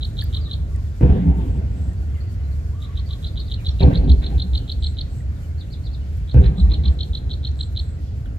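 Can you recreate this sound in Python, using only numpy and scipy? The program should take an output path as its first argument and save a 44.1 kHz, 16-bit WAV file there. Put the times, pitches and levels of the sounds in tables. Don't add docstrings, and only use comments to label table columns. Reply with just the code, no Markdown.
import sys
import numpy as np
from scipy import signal
from scipy.fft import rfft, irfft, next_fast_len
from scipy.io import wavfile
from scipy.ndimage import uniform_filter1d, minimum_filter1d

SR = 44100
rng = np.random.default_rng(int(sys.argv[2]) if len(sys.argv) > 2 else 0)


def log_audio(samples):
    frames = np.atleast_2d(samples).T
    limited = np.clip(frames, -1, 1)
    pcm = np.round(limited * 32767).astype(np.int16)
    wavfile.write(sys.argv[1], SR, pcm)


N = 369558
T = np.arange(N) / SR
EARS = np.array([[1], [-1]])
FULL_VOICE_DB = -21.5

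# frequency in Hz, side minus mid in dB.
STEREO_WIDTH = [(60, -13.5), (130, -15.5), (290, -7), (640, 0), (1300, 3.5), (2500, -1.5), (15000, 1)]
# frequency in Hz, relative density in dB.
BLAST_SPECTRUM = [(35, 0), (70, 7), (140, 12), (200, -7.5), (290, -9), (480, -16), (600, -22), (950, -30),
                  (1250, -41), (2500, -39), (3600, -52), (5000, -54.5), (9000, -83)]


def undb(db):
    return 10 ** (np.asarray(db) / 20)


def unit(x):
    return x / np.sqrt(np.mean(x ** 2))


def add(out, start, x):
    i = max(int(start * SR), 0)
    n = max(min(x.shape[-1], N - i), 0)
    out[..., i:i + n] += x[..., :n]


def gains(points, n):
    hz, db = np.transpose(points)
    return undb(np.interp(np.log(np.fft.rfftfreq(n, 1 / SR) + 1e-3), np.log(np.maximum(hz, 1)), db))


def analytic(x):
    return signal.hilbert(x, next_fast_len(len(x)))[:len(x)]


def walk(rate_hz, n):
    hold = max(int(SR / rate_hz), 1)
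    steps = np.repeat(rng.standard_normal(n // hold + 2), hold)
    return unit(uniform_filter1d(steps, hold))[:n]


def band(hz, width_hz, n):
    bell = np.exp(-2 * ((np.fft.rfftfreq(n, 1 / SR) - hz) / width_hz) ** 2)
    return unit(irfft(rfft(rng.standard_normal(n)) * bell, n))


def glide(length, start_hz, middle_hz, end_hz, taper):
    progress = np.linspace(0, 1, max(int(length * SR), 8))
    hz = np.polyval(np.polyfit([0, .5, 1], [start_hz, middle_hz, end_hz], 2), progress)
    envelope = np.abs(np.sin(np.pi * progress)) ** taper
    return np.sqrt(2) * envelope * np.sin(2 * np.pi * np.cumsum(hz) / SR)


def diffuse(spectrum, n):
    # frequency in Hz, share in dB.
    coherent_share = [(150, 3.5), (300, -1), (600, -7.5), (1200, -18), (2500, -17)]
    size = next_fast_len(n, True)
    mid, scatter = rfft(rng.standard_normal((2, size))) * gains(spectrum, size)
    coherence = np.minimum(gains(coherent_share, size), 1)
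    side = gains(STEREO_WIDTH, size) * (1j * coherence * mid + np.sqrt(1 - coherence ** 2) * scatter)
    mid, side = irfft(mid, size)[:n], irfft(side, size)[:n]
    return (mid + EARS * side) / np.std(mid)


def foliage(x, near_db, near_t60, far_db, far_t60):
    t = T[:SR // 2]
    response = 0
    for db, t60 in ((near_db, near_t60), (far_db, far_t60)):
        tail = rng.standard_normal((2, len(t))) * undb(-60 * t / t60) * (1 - np.exp(-t / .00086))
        response = response + undb(db) * tail / np.sqrt(np.sum(tail ** 2) / 2)
    treble_loss = gains([(3300, 0), (3900, -4), (4400, -7), (6000, -8)], len(t))
    response = irfft(rfft(response) * treble_loss, len(t))
    return signal.oaconvolve(x[None], response, axes=1)[:, :N]


def machinery():
    # frequency in Hz, relative density in dB.
    rumble_spectrum = [(12, -62), (20, -32), (32, -19), (40, -9.5), (48, -5), (71, 2.5), (103, -8),
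                       (123, -12.5), (155, -15), (174, -23), (253, -27.5), (323, -33), (733, -44),
                       (863, -50.5), (1000, -61), (1300, -75), (2200, -120)]
    # time in seconds, level in dB.
    rumble_levels = [(0, -23), (.65, -21.5), (.95, -26), (1.801, -22), (2.8, -25), (3.301, -22.5),
                     (6.251, -24.5), (7.2, -22), (7.7, -24.5), (8.38, -23.5)]
    return undb(np.interp(T, *np.transpose(rumble_levels))) * diffuse(rumble_spectrum, N)


def open_air():
    # frequency in Hz, relative density in dB.
    hiss_spectrum = [(590, -31), (1000, 0.5), (1230, -1), (1430, 3.5), (1580, 0.5), (2340, -3),
                     (3780, -7.5), (4440, -6), (5590, -9.5), (7360, -9), (9910, -17), (13200, -13.5),
                     (15500, -45)]
    # time in seconds, gain in dB.
    treble_trend = [(0, 1.5), (.7, 1), (1.1, -1), (5, 0), (8.38, -2.5)]
    hiss = undb(np.interp(T, [0, T[-1]], [-58, -59.5])) * diffuse(hiss_spectrum, N)
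    treble = signal.sosfiltfilt(signal.butter(2, 6000, "high", fs=SR, output="sos"), hiss)
    for hz in (1000, 1500, 2200, 3300, 4800):
        bandpass = signal.butter(2, [hz / 1.25, hz * 1.25], "band", fs=SR, output="sos")
        hiss = hiss + (undb(1.3 * walk(7, N)) - 1) * signal.sosfiltfilt(bandpass, hiss)
    flicker_db = np.interp(T, *np.transpose(treble_trend)) + 2.2 * walk(20, N)
    return hiss + treble * (undb(flicker_db) - 1)


def crackle():
    out, t, count = np.zeros((2, N)), T[:SR // 200], 90
    when, left_shares = rng.random((2, count))
    sizes = undb(-61.5 + 3.5 * np.minimum(rng.exponential(size=count), 3))
    for start, size, left in zip(when * T[-1], sizes, left_shares):
        click = size * np.exp(-t / .0013) * band(12000, 6000, len(t))
        add(out, start, np.sqrt([[left], [1 - left]]) * click)
    return out


def burst(hz, width_hz, decay_s):
    t = T[:SR // 8]
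    return np.exp(-t / decay_s) / 2 * np.array([band(hz, width_hz, len(t)) for _ in range(2)])


def drips_and_twigs():
    out = np.zeros((2, N))
    for when, pitch, softness in rng.random((45, 3)):
        hz = 1300 * 3 ** pitch
        add(out, when * T[-1], undb(-52 - 9 * softness) * burst(hz, hz / 3, decay_s=.005))
    return out


def plop(hz, decay_s):
    t = T[:SR // 8]
    ring = np.exp(1j * (2 * np.pi * hz * t + walk(450, len(t))))
    ear_phases = np.exp(.5j * rng.standard_normal((2, 1)))
    return np.real(ring * ear_phases) * (1 - np.exp(-t / .0004)) * np.exp(-t / decay_s)


def ticks_and_plops():
    # start in seconds, centre in Hz, bandwidth in Hz, level in dB.
    ticks = [(.052, 11500, 5000, -45), (.132, 8200, 1500, -40), (.196, 10500, 4000, -40),
             (.2225, 9500, 7000, -32), (.2402, 13800, 2400, -21), (.539, 12000, 6000, -42),
             (.762, 7800, 3200, -37), (1.934, 8800, 3500, -40), (2.021, 8500, 3000, -46),
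             (2.329, 9800, 3000, -45), (3.3992, 13000, 6000, -42), (4.0946, 8000, 4000, -44),
             (4.7207, 13000, 6000, -39), (4.946, 3800, 2000, -41), (6.415, 6600, 1100, -36),
             (7.517, 5700, 900, -41), (7.558, 4500, 1100, -39)]
    # start in seconds, resonance in Hz, decay time in seconds, level in dB.
    plops = [(.2225, 1760, .0045, -32), (2.14, 1200, .02, -54), (2.15, 2800, .015, -53),
             (2.21, 1200, .015, -52), (2.685, 1600, .02, -55), (5.205, 1900, .005, -44),
             (8.258, 1650, .005, -43), (8.258, 3300, .006, -50)]
    out, pan_db = np.zeros((2, N)), -4
    for start, hz, width_hz, db in ticks:
        add(out, start, undb(db + EARS * pan_db / 2) * burst(hz, width_hz, decay_s=.00075))
    for start, hz, decay_s, db in plops:
        add(out, start, undb(db) * plop(hz, decay_s))
    return out


def insects():
    # midpoint in seconds, length in seconds, level in dB.
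    rasps = [(1.54, 0.14, -65), (1.83, 0.31, -61.5), (4.869, 0.17, -56), (5.168, 0.19, -60),
             (6.597, 0.079, -62.5), (6.924, 0.098, -64), (7.625, 0.14, -56), (7.879, 0.26, -62.5)]
    out, stroke_hz = np.zeros((2, N)), 170
    for middle, length, db in rasps:
        n = int(length * SR)
        strokes = 1 + .27 * np.sin(2 * np.pi * stroke_hz * T[:n])
        noise = np.array([band(7780, 920, n) for _ in range(2)])
        add(out, middle - length / 2, undb(db) * np.hanning(n) ** .5 * strokes * noise)
    return out


def whistle(length, start_hz, middle_hz, end_hz, flutter_db):
    note = glide(length, start_hz, middle_hz, end_hz, taper=.029)
    return undb(flutter_db * walk(130, len(note))) * note


def chorus():
    out, centre_hz, spread_hz = np.zeros(N), 4450, 130
    for when, length, pitch, softness in rng.random((60, 4)):
        hz = centre_hz + spread_hz * (2 * pitch - 1)
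        note = glide(.03 + .08 * length, hz * 1.02, hz, hz * .98, taper=1)
        add(out, when * T[-1], undb(-63 - 10 * softness) * note)
    return out


def twitter():
    out = np.zeros(N)
    for when, length, pitch, bend, softness in rng.random((170, 5)):
        hz = 1600 + 2400 * pitch
        note = glide(.015 + .03 * length, hz * (.85 + .4 * bend), hz, hz * .9, taper=1)
        add(out, when * T[-1], undb(-61.5 - 10 * softness) * note)
    return out


def hidden_birds():
    # start and length in seconds, middle pitch in Hz, level in dB, fractional fall per half.
    slurs = [(.41, 0.078, 4050, -48, 0.17), (2.133, 0.074, 2070, -64, 0.063),
             (3.573, 0.047, 2520, -57, 0.16), (3.79, 0.028, 2650, -48, .07),
             (4.584, 0.063, 3000, -57, 0.046), (5.4, 0.11, 2300, -69, .06), (6.0, 0.029, 2930, -62, .07),
             (6.733, 0.039, 2920, -58, .08)]
    # start and length in seconds, pitch in Hz, level in dB.
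    peeps = [(0.218,0.046,4650,-51), (1.957,0.031,4590,-64), (2.196,0.017,4500,-47.5),
             (2.222,0.08,4590,-60), (2.416,0.044,4200,-60), (2.511,0.028,4400,-59), (3.06,0.039,4500,-53),
             (3.16,0.051,4400,-67), (3.328,0.018,4600,-54), (3.42,0.03,4330,-58), (3.681,0.032,5550,-56),
             (3.726,0.051,4420,-60), (4.017,0.036,4410,-54.5), (4.165,0.065,4350,-58)]
    out, peep_fall = np.zeros(N), .025
    for start, length, hz, db, fall in list(slurs) + [(*peep, peep_fall) for peep in peeps]:
        add(out, start, undb(db) * whistle(length, hz * (1 + fall), hz, hz * (1 - fall), flutter_db=4.5))
    return np.real(analytic(out) * np.exp(.8j * walk(600, N)))


def chips():
    # time in seconds, level in dB.
    calls = [(3.266, -43.5), (3.395, -40.5), (3.464, -46.5), (5.594, -42), (5.72, -39), (5.851, -41.5),
             (5.929, -42)]
    out = np.zeros(N)
    for time, db in calls:
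        add(out, time - .018, undb(db - 11) * glide(.02, 4100, 4400, 4650, taper=.6))
        add(out, time, undb(db - 8) * glide(.007, 3600, 4400, 4850, taper=1))
        add(out, time + .004, undb(db - 4) * glide(.024, 4700, 3900, 3300, taper=.8))
        add(out, time + .006, undb(db - 6) * glide(.02, 5200, 4400, 3600, taper=.8))
    return out * undb(3 * walk(500, N))


def far_birds():
    sharp, hidden = chips(), hidden_birds()
    voices = sharp + hidden + twitter() + chorus()
    return .7 * sharp + .3 * hidden + foliage(voices, near_db=2, near_t60=.1, far_db=-5, far_t60=.36)


def low_bird():
    # offset and length in seconds, start, middle and end pitch in Hz, relative level in dB.
    notes = [(0, .045, 870, 1090, 1230, -1.5), (.04, .12, 1165, 1200, 1150, -.5),
             (.168, .045, 1060, 1150, 1030, -.5), (.25, .03, 1030, 1155, 1010, 0),
             (.36, .1, 1065, 1148, 1030, -1)]
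    # start of the phrase in seconds, level in dB, fade in dB per second (negative grows).
    calls = [(.34, -58, 4), (2.722, -56.5, 0), (3.37, -66, 40), (3.62, -64.5, 40), (6.465, -63, -18)]
    voice = np.zeros(N)
    for start, db, fade_rate in calls:
        for offset, length, start_hz, middle_hz, end_hz, note_db in notes:
            note = whistle(length, start_hz, middle_hz, end_hz, flutter_db=3.5)
            add(voice, start + offset, undb(db + note_db - fade_rate * offset) * note)
    voice = np.real(analytic(voice) * np.exp(.5j * walk(140, N)))
    return .85 * voice + foliage(voice, near_db=-7, near_t60=.05, far_db=-8, far_t60=.32)


def arch(length, start_hz, middle_hz, end_hz):
    note, swell_db = glide(length, start_hz, middle_hz, end_hz, taper=.63), 5.5
    return note * undb(swell_db * np.linspace(-.5, .5, len(note)))


def syllable(full_hz, flick_db, first_db, gap_s, second_db, top_s):
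    # frequency in Hz, gain in dB.
    throat_response = [(2400, -24), (2750, -11), (3100, 4.5), (3500, -0.5), (4000, -2), (4500, 1),
                       (4750, -3), (5000, -9), (6000, -18)]
    out, jitter = np.zeros(SR // 10), rng.standard_normal(6)
    hz = full_hz + 8 * (first_db - FULL_VOICE_DB)
    fall = glide(.007, hz + 50, hz - 250, hz - 1100, taper=1.1)
    rise = glide(.0045, hz - 900, hz - 100, hz + 300, taper=1.1)
    first = arch(.0095 * (1 + .05 * jitter[1]), hz - 900, hz + 40, hz - 950 + 70 * jitter[4])
    second = arch(.0108 * (1 + .1 * jitter[2]), hz - 650 + 150 * jitter[5],
                  hz + 265 + 50 * jitter[3], hz - 900 + 120 * jitter[4])
    spit = np.hanning(SR // 150) * band(7200, 1400, SR // 150)
    parts = [(top_s - .0225, first_db + flick_db + 2 * jitter[0], fall),
             (top_s - .0122, first_db - 10.5 + 2 * jitter[5], rise),
             (top_s - len(first) / SR / 2, first_db, first),
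             (top_s + gap_s - len(second) / SR / 2, second_db, second),
             (top_s + gap_s, second_db - 28, spit)]
    for start, db, part in parts:
        add(out, start, undb(db - 2) * part)
    rasp = undb(2 * walk(1100, len(out)))
    return irfft(rfft(out * rasp) * gains(throat_response, len(out)))


def trills():
    # top of the first arch in seconds, its level in dB, gap to the second top in seconds,
    # the second arch's level in dB.
    syllables = [(0.0308,-23.5,0.02,-29.5), (0.19,-25.5,0.023,-28), (0.3474,-25,.021,-26.5),
                 (0.515,-25,0.021,-29), (2.824,-41.5,0.022,-40), (2.976,-31.5,0.02,-40.5),
                 (3.11,-31.5,0.022,-35), (3.247,-28,0.022,-32), (3.377,-29.5,0.024,-32),
                 (3.5189,-26,0.023,-29), (3.668,-22,0.022,-26.5), (3.808,-25,.0225,-26),
                 (3.9556,-25,0.02,-31.5), (4.098,-27,0.02,-31), (4.243,-28.5,0.022,-26.5),
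                 (4.4012,-23.5,0.021,-24), (4.554,-23,0.023,-25.5), (4.699,-24,0.022,-25),
                 (4.845,-23,0.023,-23), (4.9893,-24,.023,-25.5), (6.296,-37.5,.0195,-37.5),
                 (6.441,-38.5,0.021,-36), (6.5829,-37.5,0.018,-32), (6.72,-30,0.02,-27.5),
                 (6.8577,-24.5,0.023,-30.5), (7.0103,-23,0.022,-28.5), (7.153,-25.5,0.022,-33),
                 (7.315,-26,0.022,-32.5), (7.452,-25,.022,-29.5), (7.611,-22,0.021,-30),
                 (7.774,-23.5,0.022,-27)]
    # time in seconds, full-voice pitch in Hz, relative level of the opening flick in dB,
    # phase lead of the left ear in radians.
    trill_drift = [(0, 4065, -10, -0.81), (.6, 4035, -18, -1.1), (2.8, 4040, -13, -0.65),
                   (3.6, 4040, -16, -1.05), (4.4, 4096, -13.5, -0.45), (5, 4110, -13.5, .1),
                   (6.8, 4100, -10, 1), (7.8, 4080, -17, 0.29)]
    out = np.zeros((2, N))
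    pan_db, blur_rad, lead_in_s = -1.5, .3, .03
    times, *drift = np.transpose(trill_drift)
    for top, first_db, gap_s, second_db in syllables:
        hz, flick_db, lead_rad = (np.interp(top, times, column) for column in drift)
        voice = syllable(hz, flick_db, first_db, gap_s, second_db, lead_in_s)
        ear_phases = EARS * (lead_rad / 2 + blur_rad * walk(38.6, len(voice)))
        direct = np.real(analytic(voice) * np.exp(1j * ear_phases)) * undb(EARS * pan_db / 2)
        add(out, top - lead_in_s, direct)
        away_db = .42 * max(FULL_VOICE_DB - first_db, 0)
        scattered = foliage(voice, near_db=-5, near_t60=.11, far_db=-13.5, far_t60=.55)
        add(out, top - lead_in_s, undb(away_db) * scattered)
    return out


def interference(x):
    n, depth_db, rate_hz = x.shape[-1], 3.5, 16
    quarter_octave = np.clip(4 * np.log2(np.fft.rfftfreq(n, 1 / SR) / 110 + 1e-9), 0, 20)
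    spectrum, out = rfft(x), 0
    for k in range(21):
        swell = unit(undb(depth_db * walk(rate_hz, n))) if k else 1
        out = out + swell * irfft(spectrum * np.maximum(1 - np.abs(quarter_octave - k), 0), n)
    return out


def bang_colour(spectrum, bright_db, punch_db):
    # centre in Hz, width in Hz, lift in dB.
    resonances = [(180, 22, 5.5), (268, 84, 5.5), (393.5, 37, 6), (492.7, 9, 10), (573, 6.8, -3.5),
                  (696, 28, 4), (778, 76, 5.5), (921, 13, 7), (1110, 32, 5), (1567, 53, 8)]
    hz = np.geomspace(20, 16000, 700)
    base_hz, base_db = np.transpose(spectrum)
    db = np.interp(np.log(hz), np.log(base_hz), base_db) + bright_db * np.interp(hz, [140, 300], [0, 1])
    for centre_hz, width_hz, lift_db in [*resonances, (550, 140, punch_db)]:
        db = db + lift_db * np.exp(-2 * ((hz - centre_hz) / width_hz) ** 2)
    return np.column_stack([hz, db])


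def echoes():
    # arrival in seconds, level in dB, brightness in dB.
    reflections = [(1.274,-21,-7), (1.391,-24.5,7.5), (1.475,-27,7), (1.534,-20.5,-3), (3.909,-24.5,18.5),
                   (4.07,-13.5,-12), (4.214,-27.5,16), (4.301,-23.5,7), (4.335,-23.5,6), (4.52,-31,-8),
                   (6.43,-21.5,15), (6.7,-25.5,10), (6.834,-28.5,14.5), (6.91,-29.5,8.5)]
    out, t = np.zeros((2, N)), T[:SR // 3]
    hz, db = bang_colour(BLAST_SPECTRUM, bright_db=0, punch_db=0).T
    envelope = (1 - np.exp(-t / .0063)) * np.exp(-t / .058)
    for arrival, echo_db, bright_db in reflections:
        colour = np.column_stack([hz, db + bright_db * np.interp(hz, [400, 1500], [0, 1])])
        add(out, arrival, undb(echo_db) * envelope * interference(diffuse(colour, len(t))))
    return out


def thumps():
    # midpoint in seconds, length in seconds, middle pitch in Hz, level in dB.
    arrivals = [(1.045, .08, 489.3, -26.5), (1.058, .075, 66.6, -6.5), (1.117, .055, 62, -7.5),
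                (1.215, .09, 182.8, -14.5), (1.278, .09, 172.2, -13.5), (1.27, .14, 282, -24.5),
                (1.292, .055, 70.96, -10.5), (1.28, .08, 880, -48), (1.385, .05, 178.4, -19.5),
                (1.4, 0.087, 897, -45), (1.405, .13, 62.5, -13.5), (1.508, .05, 74.4, -13),
                (3.86, .085, 66.8, -2), (3.838, .07, 390, -23.5), (3.86, .1, 500, -24),
                (3.91, .11, 291.4, -22), (3.935, .04, 60.2, -10.5), (3.965, .045, 175, -17),
                (3.995, .045, 60.8, -6.5), (4.036, .045, 63, -6.5), (4.078, .035, 156.4, -13.5),
                (4.116, .08, 67.2, -0.5), (4.125, .06, 245, -24.5), (4.192, .045, 59, -7.5),
                (4.338, 0.058, 797, -44), (4.362, .065, 63, -9), (4.46, .045, 181, -25.5),
                (4.537, .08, 67, -11), (6.39, .08, 69.6, -2), (6.425, .07, 401, -28.5),
                (6.478, .06, 56.5, -5), (6.492, .05, 162, -18), (6.596, .05, 181.5, -17.5),
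                (6.643, .08, 65.1, -4), (6.708, .075, 59.1, -6), (6.808, .07, 71.5, -13),
                (6.893, .075, 67.8, -8)]
    out = np.zeros((2, N))
    for middle, length, hz, db in arrivals:
        thump = undb(db) / np.sqrt(2) * glide(length, .907 * hz, hz, .86 * hz, taper=1.03)
        left_lead = undb(np.interp(hz, *np.transpose(STEREO_WIDTH)))
        add(out, middle - length / 2, np.real(analytic(thump) * (1 + 1j * left_lead * EARS)))
    return out


def roll(bright_db, n):
    # frequency in Hz, relative density in dB.
    roll_spectrum = [(30, -24.5), (65, 7), (110, -6.5), (175, -6), (280, -13), (500, -25.5), (900, -33.5),
                     (1250, -47.5), (2600, -45.5), (3600, -49.5), (5000, -75), (9000, -78.5)]
    return interference(diffuse(bang_colour(roll_spectrum, bright_db, punch_db=0), n))


def pressure_front(spectrum):
    n = SR // 5
    cepstrum = irfft(np.log(gains(spectrum, n)), n)
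    causal_fold = np.r_[1, np.full(n // 2 - 1, 2), np.zeros(n - n // 2)]
    pulse = irfft(np.exp(rfft(cepstrum * causal_fold)), n)
    return -pulse / np.abs(pulse).max()


def bangs():
    # start in seconds, level of front and blast in dB, level of the roll in dB, brightness
    # in dB, punch in dB, extra fade of the blast in dB per second, rise time of the roll in seconds.
    events = [(1.008, 2, 2.5, -1, 3, 0, 0.034), (3.804, 1, -0.5, 3, 6.5, 7.5, 0.078),
              (6.342, 1, 1.5, -3, 4.5, 37, 0.25)]
    # time after its start in seconds, relative level in dB.
    blast_envelope = [(0, -18.5), (.025, -7.5), (.065, -13), (.12, -20.5), (.25, -34), (.6, -80.5)]
    out, t, early = np.zeros((2, N)), T[:3 * SR // 2], T[:SR // 2]
    front_delay_s, roll_t60 = .0034, 2.25
    for start, db, roll_db, bright_db, punch_db, fade_rate, rise_s in events:
        colour = bang_colour(BLAST_SPECTRUM, bright_db, punch_db)
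        add(out, start + front_delay_s, undb(db - 9.5) * pressure_front(colour))
        clumps_db = 2.5 * walk(90, len(early))
        fade_db = np.interp(early, *np.transpose(blast_envelope)) - fade_rate * early
        envelope = undb(db + fade_db + clumps_db) * (1 - np.exp(-early / .0011))
        add(out, start, interference(envelope * diffuse(colour, len(early))))
        waves = undb(roll_db - 17 - 60 * t / roll_t60 + 2 * walk(22, len(t))) * (1 - np.exp(-t / rise_s))
        add(out, start, waves * roll(bright_db / 2, len(t)))
    return out


def scene():
    lean_db = -.7
    distant = (machinery() + open_air() + bangs() + echoes() + thumps()) * undb(EARS * lean_db / 2)
    birds = trills() + low_bird() + far_birds()
    return distant + birds + insects() + ticks_and_plops() + drips_and_twigs() + crackle()


def record(dry):
    window, cutoff_hz = SR // 100, 15700
    needed_gain = 1 / np.maximum(np.abs(dry).max(axis=0), 1)
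    gain = uniform_filter1d(minimum_filter1d(needed_gain, window), window)
    return signal.sosfilt(signal.ellip(8, .2, 70, cutoff_hz, fs=SR, output="sos"), dry * gain)


dry = scene()
out = record(dry)
log_audio(out)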